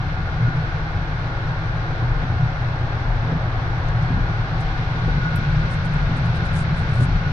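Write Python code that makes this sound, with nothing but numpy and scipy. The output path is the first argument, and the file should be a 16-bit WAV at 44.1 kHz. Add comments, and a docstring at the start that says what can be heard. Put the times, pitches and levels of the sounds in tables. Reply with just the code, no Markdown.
"""A low, uneven booming fills the compartment of a passenger train running at steady speed.
Jolts drive the carriage body in its low modes (filtered noise and short tones); the wheels roar and
sing on the rails (noise in resonances, wavering tones). Bogies thud over rail joints, mostly about once
a second (decaying partials and a noise knock). Part way through, corrugated rail adds a growl and the
window hiss grows; a few ticks and soft hand rustles sound close by, at a two-port hand-held microphone."""
import sys
import numpy as np
from scipy import signal
from scipy.fft import rfft, irfft
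from scipy.io import wavfile
from scipy.ndimage import uniform_filter1d

SR = 44100
rng = np.random.default_rng(int(sys.argv[2]) if len(sys.argv) > 2 else 0)


def to_wav(s):
    """Save 16-bit WAV."""
    ch = np.atleast_2d(s).T  # columns
    pcm = np.round(np.clip(ch, -1, 1) * 32767)  # PCM
    wavfile.write(sys.argv[1], SR, pcm.astype(np.int16))


N = 322812
TIME, HZ = np.arange(N) / SR, np.fft.rfftfreq(N, 1 / SR)

# phase by which the left port leads: f/Hz, phase/rad
PORT_LEAD = [(20, -.2), (120, -.19), (450, -.08), (900, -.05), (1250, .8), (1550, 2.4), (1950, 3.1),
             (2300, 4.7), (2650, 6), (3200, 9.3)]
# level of the left port over the right: f/Hz, level difference/dB
PORT_BALANCE = [(30, 3.8), (85, 2.1), (140, .4), (260, 1.5), (700, .6), (1500, -.2), (2300, -.2),
                (2900, 2.8), (4000, 5), (4700, 2.5), (6000, 11), (7000, 15), (9500, 17)]


def body():
    """Forced vibration: uneven track heaves the sprung carriage and keeps floor and cabin modes rumbling."""
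    # spectrum of the heaving body: f/Hz, relative level per Hz/dB
    shudder_spectrum = [(4, -24), (11, -8), (22, -4), (31, -6), (39, 2), (46, -6), (58, -16), (80, -35),
                        (300, -130)]
    # modes of the floor: f/Hz, nominal width/Hz, relative level/dB
    floor_modes = [(67, 8.8, -2.5), (89.2, 17, 2)]
    # drumming of the floor: t/s, level/dB
    floor_level = [(0, -28), (1.9, -34.5), (2.2, -27.5), (2.6, -31), (4.07, -27), (4.58, -32), (5.1, -28),
                   (7.32, -26.5)]
    # low, high and fainter upper modes of the cabin: f/Hz, nominal width/Hz, relative level/dB
    low_modes = [(117.3, 11.7, 1.5)]
    high_modes = [(154.4, 15.3, 0)]
    upper_modes = [(240, 7.2, -10.5), (251, 23, -1.5), (332, 22, -2)]
    # levels of the same three, the lower two between their booms: t/s, level/dB
    low_level = [(0, -30), (.75, -31), (1.12, -32.5), (1.45, -26.5), (2.2, -27), (2.9, -25.5), (3.38, -26),
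                 (4.2, -25.5), (5.88, -28), (7.32, -26.5)]
    high_level = [(0, -31.5), (2.4, -32), (2.88, -32.5), (3.68, -35.5), (4.0, -26.5), (4.8, -31.5),
                  (7.32, -27)]
    upper_level = [(0, -47.5), (1.7, -45.5), (3.0, -46), (5.0, -44), (7.32, -48.5)]

    shudder = noise(gain_of(read(shudder_spectrum)), steady=.6, span_s=.2) * gain_of(-28.5)
    drumming = noise(resonances(floor_modes), steady=.6, span_s=.2) * level(floor_level)
    drone = noise(resonances(low_modes), steady=.65, span_s=.2) * level(low_level)
    hum = noise(resonances(high_modes), steady=.65, span_s=.2) * level(high_level)
    upper = noise(resonances(upper_modes), steady=0.44, span_s=0.55) * level(upper_level)
    return shudder + drumming + drone + hum + upper


def booms(length_s=0.066, spread=0.33):
    """Transient modal response: a jolt pumps up one body mode, which swells and dies away."""
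    # jolts, as a deep heave or in a cabin mode: t/s of the middle, f/Hz, RMS level at the peak/dB
    jolts = [(.42, 160, -22.5), (.45, 118.7, -17), (0.561, 123.6, -21.5), (0.591, 149.8, -24),
             (0.949, 90.3, -24.5), (1.489, 159, -26.5), (2.06, 118.7, -22.5), (2.16, 38, -21.5),
             (2.37, 90.3, -24), (2.43, 124, -21), (2.44, 155, -24), (2.648, 120, -24), (3.121, 37.2, -22),
             (3.33, 157, -19.5), (3.35, 178, -29.5), (4.15, 183, -30), (3.648, 117, -21.5),
             (3.802, 118.4, -25.5), (3.871, 38.5, -22), (3.951, 115.5, -21.5), (4.21, 39.4, -21.5),
             (4.429, 39.8, -22), (4.679, 38.8, -23), (5.13, 40.8, -24), (5.17, 162, -21.5),
             (5.22, 116.4, -22.5), (5.479, 145.6, -21.5), (5.54, 40, -21), (5.592, 119.3, -20.5),
             (5.59, 152.5, -20), (6.031, 40.4, -21.5), (6.11, 163, -24), (6.28, 118, -22),
             (7.01, 121, -18.5), (7.13, 39.7, -17.5), (7.22, 146.5, -21)]
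    out = np.zeros(N)
    for (s, hz, db), turn in zip(jolts, rng.random(len(jolts))):
        near = abs(TIME - s) < .5
        t = TIME[near] - s
        # length_s holds at 100 Hz; deeper booms last longer
        age = t / length_s * (hz / 100) ** spread
        tone = np.sin(2 * np.pi * (hz * t + turn))
        out[near] += gain_of(db) * tone * np.exp(-2 * age ** 2)
    return np.sqrt(2) * ports(out)


def rolling():
    """Roughness excitation: steel rolling on steel gives a broad roar in which rails and wheels ring."""
    # spectrum of the roar: f/Hz, relative level per Hz/dB
    roar_spectrum = [(100, -14), (200, -14), (260, 1.5), (420, 0), (600, 0), (800, 3), (960, 0.5),
                     (1250, 1), (1650, 1), (2000, -4.5), (2600, -25), (3400, -16), (9000, -110)]
    # ringing of rails and running gear, then of the wheels: f/Hz, nominal width/Hz, relative level/dB
    rail_modes = [(459, 12, 2), (549.4, 6.7, 4), (645, 21, -3.5), (704, 64, -3), (715, 5.1, -2),
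                  (751, 18, 3), (782, 3.9, 2), (814, 26, 1), (850, 7.5, 0), (888, 74, -5), (1107, 24, 0.5)]
    wheel_modes = [(1366, 9.9, -5), (1407, 8, -1), (1431, 6.1, 2), (1470, 60, -1.5), (1607, 220, -8.5),
                   (1599, 6, 2.5), (2128, 11, -3.5)]
    # roughness of the rail head, as roar: t/s, relative level/dB
    roughness = [(0, -37), (1.35, -35.5), (1.68, -36.5), (2.0, -34.5), (2.35, -36), (3.5, -34), (5.5, -36),
                 (6.2, -35), (7.32, -36)]
    # how hard the rails ring: t/s, level/dB
    rail_level = [(0, -40.5), (1.6, -42), (3.4, -40), (3.95, -41.5), (4.35, -48), (4.7, -40), (5.4, -44.5),
                  (7.32, -43.5)]
    # how hard the wheels sing: t/s, relative level/dB
    wheel_level = [(0, -41), (.45, -38), (1.0, -40.5), (2.1, -41), (3.5, -44.5), (4.2, -42), (5.0, -41.5),
                   (5.3, -38.5), (7.32, -39)]

    flutter = gain_of(.5 * waver(rate=14))
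    roar = gain_of(0.9) * noise(gain_of(read(roar_spectrum)), steady=0.9, span_s=0.36) * flutter
    rails = noise(resonances(rail_modes), steady=0.66, span_s=0.19)
    wheels = gain_of(-1.5) * noise(resonances(wheel_modes), steady=0.97, span_s=0.12)
    return roar * level(roughness) + rails * level(rail_level) + wheels * level(wheel_level)


def wheel_squeals():
    """Modal ringing: single wheel modes sing out for a while as thin tones."""
    # t/s of the start, t/s of the end, f/Hz, relative level/dB
    wheel_tones = [(.08, .58, 1430, -45), (1.1, 3.1, 1407, -49.5), (3.92, 4.75, 1599, -48.5),
                   (4.15, 5.1, 1431, -49.5), (5.16, 5.42, 1431, -43.5), (5.05, 5.85, 1475, -47),
                   (5.05, 6.05, 1464, -46.5), (6.27, 7.45, 1465, -44.5)]
    return gain_of(4.8) * singing(wheel_tones, wander_hz=1.4, flicker_db=5.0)


def rail_tones():
    """Modal ringing: single rail modes ring out for a while as thin tones."""
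    # t/s of the start, t/s of the end, f/Hz, relative level/dB
    rail_notes = [(1.75, 2.7, 752, -48), (3.72, 4.32, 765, -46.5), (3.85, 4.18, 721, -46),
                  (4.12, 4.45, 810, -48), (4.4, 5.2, 776, -48), (4.5, 4.92, 766, -45),
                  (4.55, 4.87, 755, -45)]
    return gain_of(3.5) * singing(rail_notes, wander_hz=1.5, flicker_db=2.5)


def singing(notes, wander_hz, flicker_db, fade_s=0.044):
    """Narrow-band resonance: one mode of the steel rings as a tone wavering in pitch and strength."""
    out = np.zeros(N)
    wander = wander_hz * waver(rate=14)
    flicker = gain_of(flicker_db * waver(rate=10))
    # each note takes the wavering from another place
    for (start, end, hz, db), shift in zip(notes, rng.integers(0, N, len(notes))):
        gate = np.clip(np.minimum(TIME - start, end - TIME) / fade_s, 0, 1)
        phase = 2 * np.pi * np.cumsum(hz + np.roll(wander, shift)) / SR
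        out += gain_of(db) * gate * np.roll(flicker, shift) * np.sin(phase)
    return ports(out)


def joints(thud_rise_s=0.011, knock_rise_s=0.014, detune=.02, pan_db=3.0):
    """Impact excitation: each axle drops into the rail gap; the bogie frame thuds, the running gear knocks."""
    # axles crossing joints, two to a bogie: t/s, thud level/dB, hard knock level/dB
    axles = [(0.388, -34, -56), (0.471, -25, -55), (2.215, -26, -41), (2.302, -26, -51),
             (3.223, -26.5, -46), (3.305, -23.5, -41), (4.096, -22, -49), (4.161, -25.5, -41),
             (5.07, -24, -35), (5.164, -29, -43), (6.085, -25.5, -41), (6.157, -30.5, -48),
             (6.995, -20, -35), (7.077, -26, -49)]
    # modes of the bogie frame: f/Hz, 60 dB decay time/s, relative level/dB
    bogie_modes = [(166.4, 0.18, 1), (187.7, 0.14, -4), (223.3, 0.15, -3.5), (251.5, 0.26, -2.5),
                   (286.6, .14, -5.5), (359, 0.095, -6.5)]
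    # spectrum of the knock: f/Hz, relative level per Hz/dB
    knock_spectrum = [(120, -17), (370, 7), (530, 11), (900, -16), (4000, -69)]

    thuds, t = np.zeros((2, N)), np.arange(SR // 3) / SR
    hz, t60, mode_db = np.transpose(bogie_modes)[:, :, None]
    rise = np.tanh((t / thud_rise_s) ** 2)
    for s, db, _ in axles:
        stray, turn = rng.standard_normal((2, len(bogie_modes), 1))
        partials = np.sin(2 * np.pi * (hz * (1 + detune * stray) * t + turn))
        ring = gain_of(mode_db - 60 * t / t60) * partials
        add(thuds, s, ring.sum(0)[None] * rise, db, pan_db)
    blows = swell([(s, db) for s, _, db in axles], knock_rise_s)
    knocks = blows * noise(gain_of(read(knock_spectrum)), steady=0.44, span_s=.055)
    return thuds + knocks


def corrugation():
    """Roughness excitation: ripples on the rail head make the cabin growl, with a faint hum near 550 Hz."""
    # modes excited: f/Hz, nominal width/Hz, relative level/dB
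    growl_modes = [(141.8, 11, 1.5), (167.8, 6.7, 0), (213, 20, -12.5), (553, 12, -21)]
    # the wheels run onto the corrugated stretch between 4.74 and 5.1 s
    ripple = gain_of(np.interp(TIME, (4.74, 5.1), (-39.3, -26.8)))
    return noise(resonances(growl_modes), steady=0.54, span_s=1.0) * ripple


def air():
    """Turbulent flow noise: the slipstream hisses along the window, louder once the microphone faces it."""
    # spectrum of the hiss: f/Hz, relative level per Hz/dB
    hiss_spectrum = [(800, -6.5), (2200, 11.5), (2900, 4), (4100, 4), (5000, -3), (5900, -8.5),
                     (7000, -26.5), (9500, -34.5), (11000, -72.5), (15000, -85.5)]
    away_db, window_db = -44.5, 3
    gusts = gain_of(.35 * waver(rate=12))
    # the microphone turns to the window between 3.7 and 5.2 s
    facing = np.interp(TIME, (3.7, 5.2), (0, 1))
    return noise(gain_of(read(hiss_spectrum))) * gusts * gain_of(away_db + window_db * facing)


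def rustles():
    """Sliding friction: skin on the microphone housing gives short swells of fine uneven grains."""
    # hand strokes: t/s of the middle, level/dB, length/s, left over right/dB
    hand_strokes = [(4.61, -57.5, 0.022, -9.5), (5.73, -52, 0.036, 1.5), (5.857, -53, 0.017, 1),
                    (5.938, -58, 0.016, 7), (6.174, -56, 0.022, 9), (6.262, -62, 0.015, 17),
                    (6.364, -63, .03, 18), (6.463, -62, .025, 19), (6.568, -49.5, 0.049, 8),
                    (6.605, -49.5, 0.036, 5.5), (6.79, -60.5, 0.054, 15.5), (6.963, -61.5, 0.083, 18.5),
                    (7.03, -52, 0.038, 14.5)]
    # spectrum of skin on the housing: f/Hz, relative level per Hz/dB
    rub_spectrum = [(1500, -16), (4000, -3.5), (7000, 1), (9800, 1.5), (10800, -16.5), (12000, -31),
                    (15000, -41)]
    envelopes = []
    for side in (1, -1):
        surges = [(s, db + side * pan_db / 2, length_s) for s, db, length_s, pan_db in hand_strokes]
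        envelopes.append(humps(surges))
    grip = gain_of(3 * waver(rate=220))
    rub = irfft(rfft(rng.standard_normal((2, N)) * grip) * gain_of(read(rub_spectrum)), N)
    return np.array(envelopes) * rub / rub.std()


def ticks(decay_s=0.0014, ring_db=-17, ring_s=0.016):
    """Light impact: small hard parts touch, each giving a sharp snap and a brief bright ring."""
    # contacts close by: t/s, relative level/dB, centre f/Hz, left over right/dB
    contacts = [(3.885, -42, 5200, -14), (4.024, -43, 5200, -7), (5.3584, -40, 10200, -24),
                (5.371, -51, 9500, -22)]
    out, t = np.zeros((2, N)), np.arange(SR // 20) / SR
    decay = np.exp(-t / decay_s) + gain_of(ring_db) * np.exp(-t / ring_s)
    onset = np.tanh(t / 0.00049)
    for s, db, centre_hz, pan_db in contacts:
        burst = bright(rng.standard_normal((2, len(t))), centre_hz, octaves=0.42)
        add(out, s, burst / burst.std() * decay * onset, db, pan_db)
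    return gain_of(-3.0) * out


def gain_of(db):
    """Logarithmic level: decibels to amplitude."""
    return np.exp(np.asarray(db) * np.log(10) / 20)


def read(points):
    """Spectral envelope: a table interpolated over log frequency, at every bin."""
    hz, value = np.transpose(points)
    return np.interp(np.log(HZ + 1), np.log(hz + 1), value)


def level(points):
    """Level history: a curve of t/s, level/dB as a gain at every sample."""
    return gain_of(np.interp(TIME, *np.transpose(points)))


def resonances(modes):
    """Modal superposition: amplitude response of steep-sided resonances added in power."""
    power = 0
    for hz, width, db in modes:
        power = power + gain_of(db) ** 2 / (1 + ((HZ - hz) / (0.68 * width)) ** 2) ** 2
    return np.sqrt(power)


def waver(rate):
    """Random modulation: low-passed noise of unit spread, with its corner at rate in Hz."""
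    drift = irfft(rfft(rng.standard_normal(N)) / (1 + (HZ / rate) ** 4), N)
    return drift / drift.std()


def noise(colour, steady=0., span_s=.15):
    """Partial coherence: coloured unit noise at two ports; steady (0-1) calms swells longer than span_s."""
    # likeness of the two ports: f/Hz, coherence 0-1
    port_likeness = [(40, .998), (160, .994), (380, .93), (550, .78), (760, .72), (1050, .44), (1400, .27),
                     (1900, .52), (2200, .3), (3200, .22), (4000, .04)]
    a, b = rng.standard_normal((2, 2 * len(HZ))).view(complex)
    same = np.clip(read(port_likeness), 0, 1)
    tilt = gain_of(read(PORT_BALANCE) / 2)
    right = (same * a + np.sqrt(1 - same ** 2) * b) * np.exp(-1j * read(PORT_LEAD))
    pair = irfft((np.array([a * tilt, right / tilt]) * colour).astype(np.complex64), N)
    # divide by a power of the running loudness
    size = int(span_s * SR / 2) + 1
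    power = uniform_filter1d(uniform_filter1d(pair.mean(0) ** 2, size), size)
    pair = pair / power ** (steady / 2)
    return pair / pair.mean(0).std()


def ports(sound):
    """Level and phase differences: one clean sound as it reaches the two ports."""
    tilt = gain_of(read(PORT_BALANCE) / 2)
    return irfft(rfft(sound) * np.array([tilt, np.exp(-1j * read(PORT_LEAD)) / tilt]), N)


def bright(sound, centre_hz, octaves):
    """Band-pass filtering: keeps one bell-shaped stretch of the spectrum on a log-frequency axis."""
    hz = np.fft.rfftfreq(sound.shape[1], 1 / SR)
    bell = np.exp(-.5 * (np.log2((hz + 1) / centre_hz) / octaves) ** 2)
    return irfft(rfft(sound) * bell, sound.shape[1])


def add(mix, s, sound, db, pan_db):
    """Linear superposition: adds a sound at a time, level and side (positive pan_db is left)."""
    part = mix[:, round(s * SR):][:, :sound.shape[1]]
    part += gain_of([[db + pan_db / 2], [db - pan_db / 2]]) * sound[:, :part.shape[1]]


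def swell(blows, rise_s):
    """Critically damped envelope: each blow (t/s, level/dB) builds for rise_s and dies away more slowly."""
    age, out = np.arange(SR // 2) / SR / rise_s, np.zeros(N)
    for s, db in blows:
        part = out[round(s * SR):][:len(age)]
        part += gain_of(db) * (age * np.exp(1 - age))[:len(part)]
    return out


def humps(surges):
    """Power addition: envelope of rounded surges (t/s of the middle, level/dB, length/s)."""
    power = 0
    for s, db, length_s in surges:
        fall = np.minimum((2 * (TIME - s) / length_s) ** 2, 20)
        power = power + gain_of(db) ** 2 * np.exp(-fall)
    return np.sqrt(power)


def scene():
    """Linear superposition of everything heard from the seat."""
    carriage = body() + booms()
    track = rolling() + wheel_squeals() + rail_tones() + joints() + corrugation()
    return carriage + track + air() + rustles() + ticks()


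def record(dry):
    """Band limitation: a linear-phase low-pass removes what lies above 16 kHz."""
    low_pass = signal.firwin(511, 16000, window=("kaiser", 9), fs=SR)
    return signal.oaconvolve(dry, low_pass[None], "same")


dry = scene()
out = record(dry)
to_wav(out)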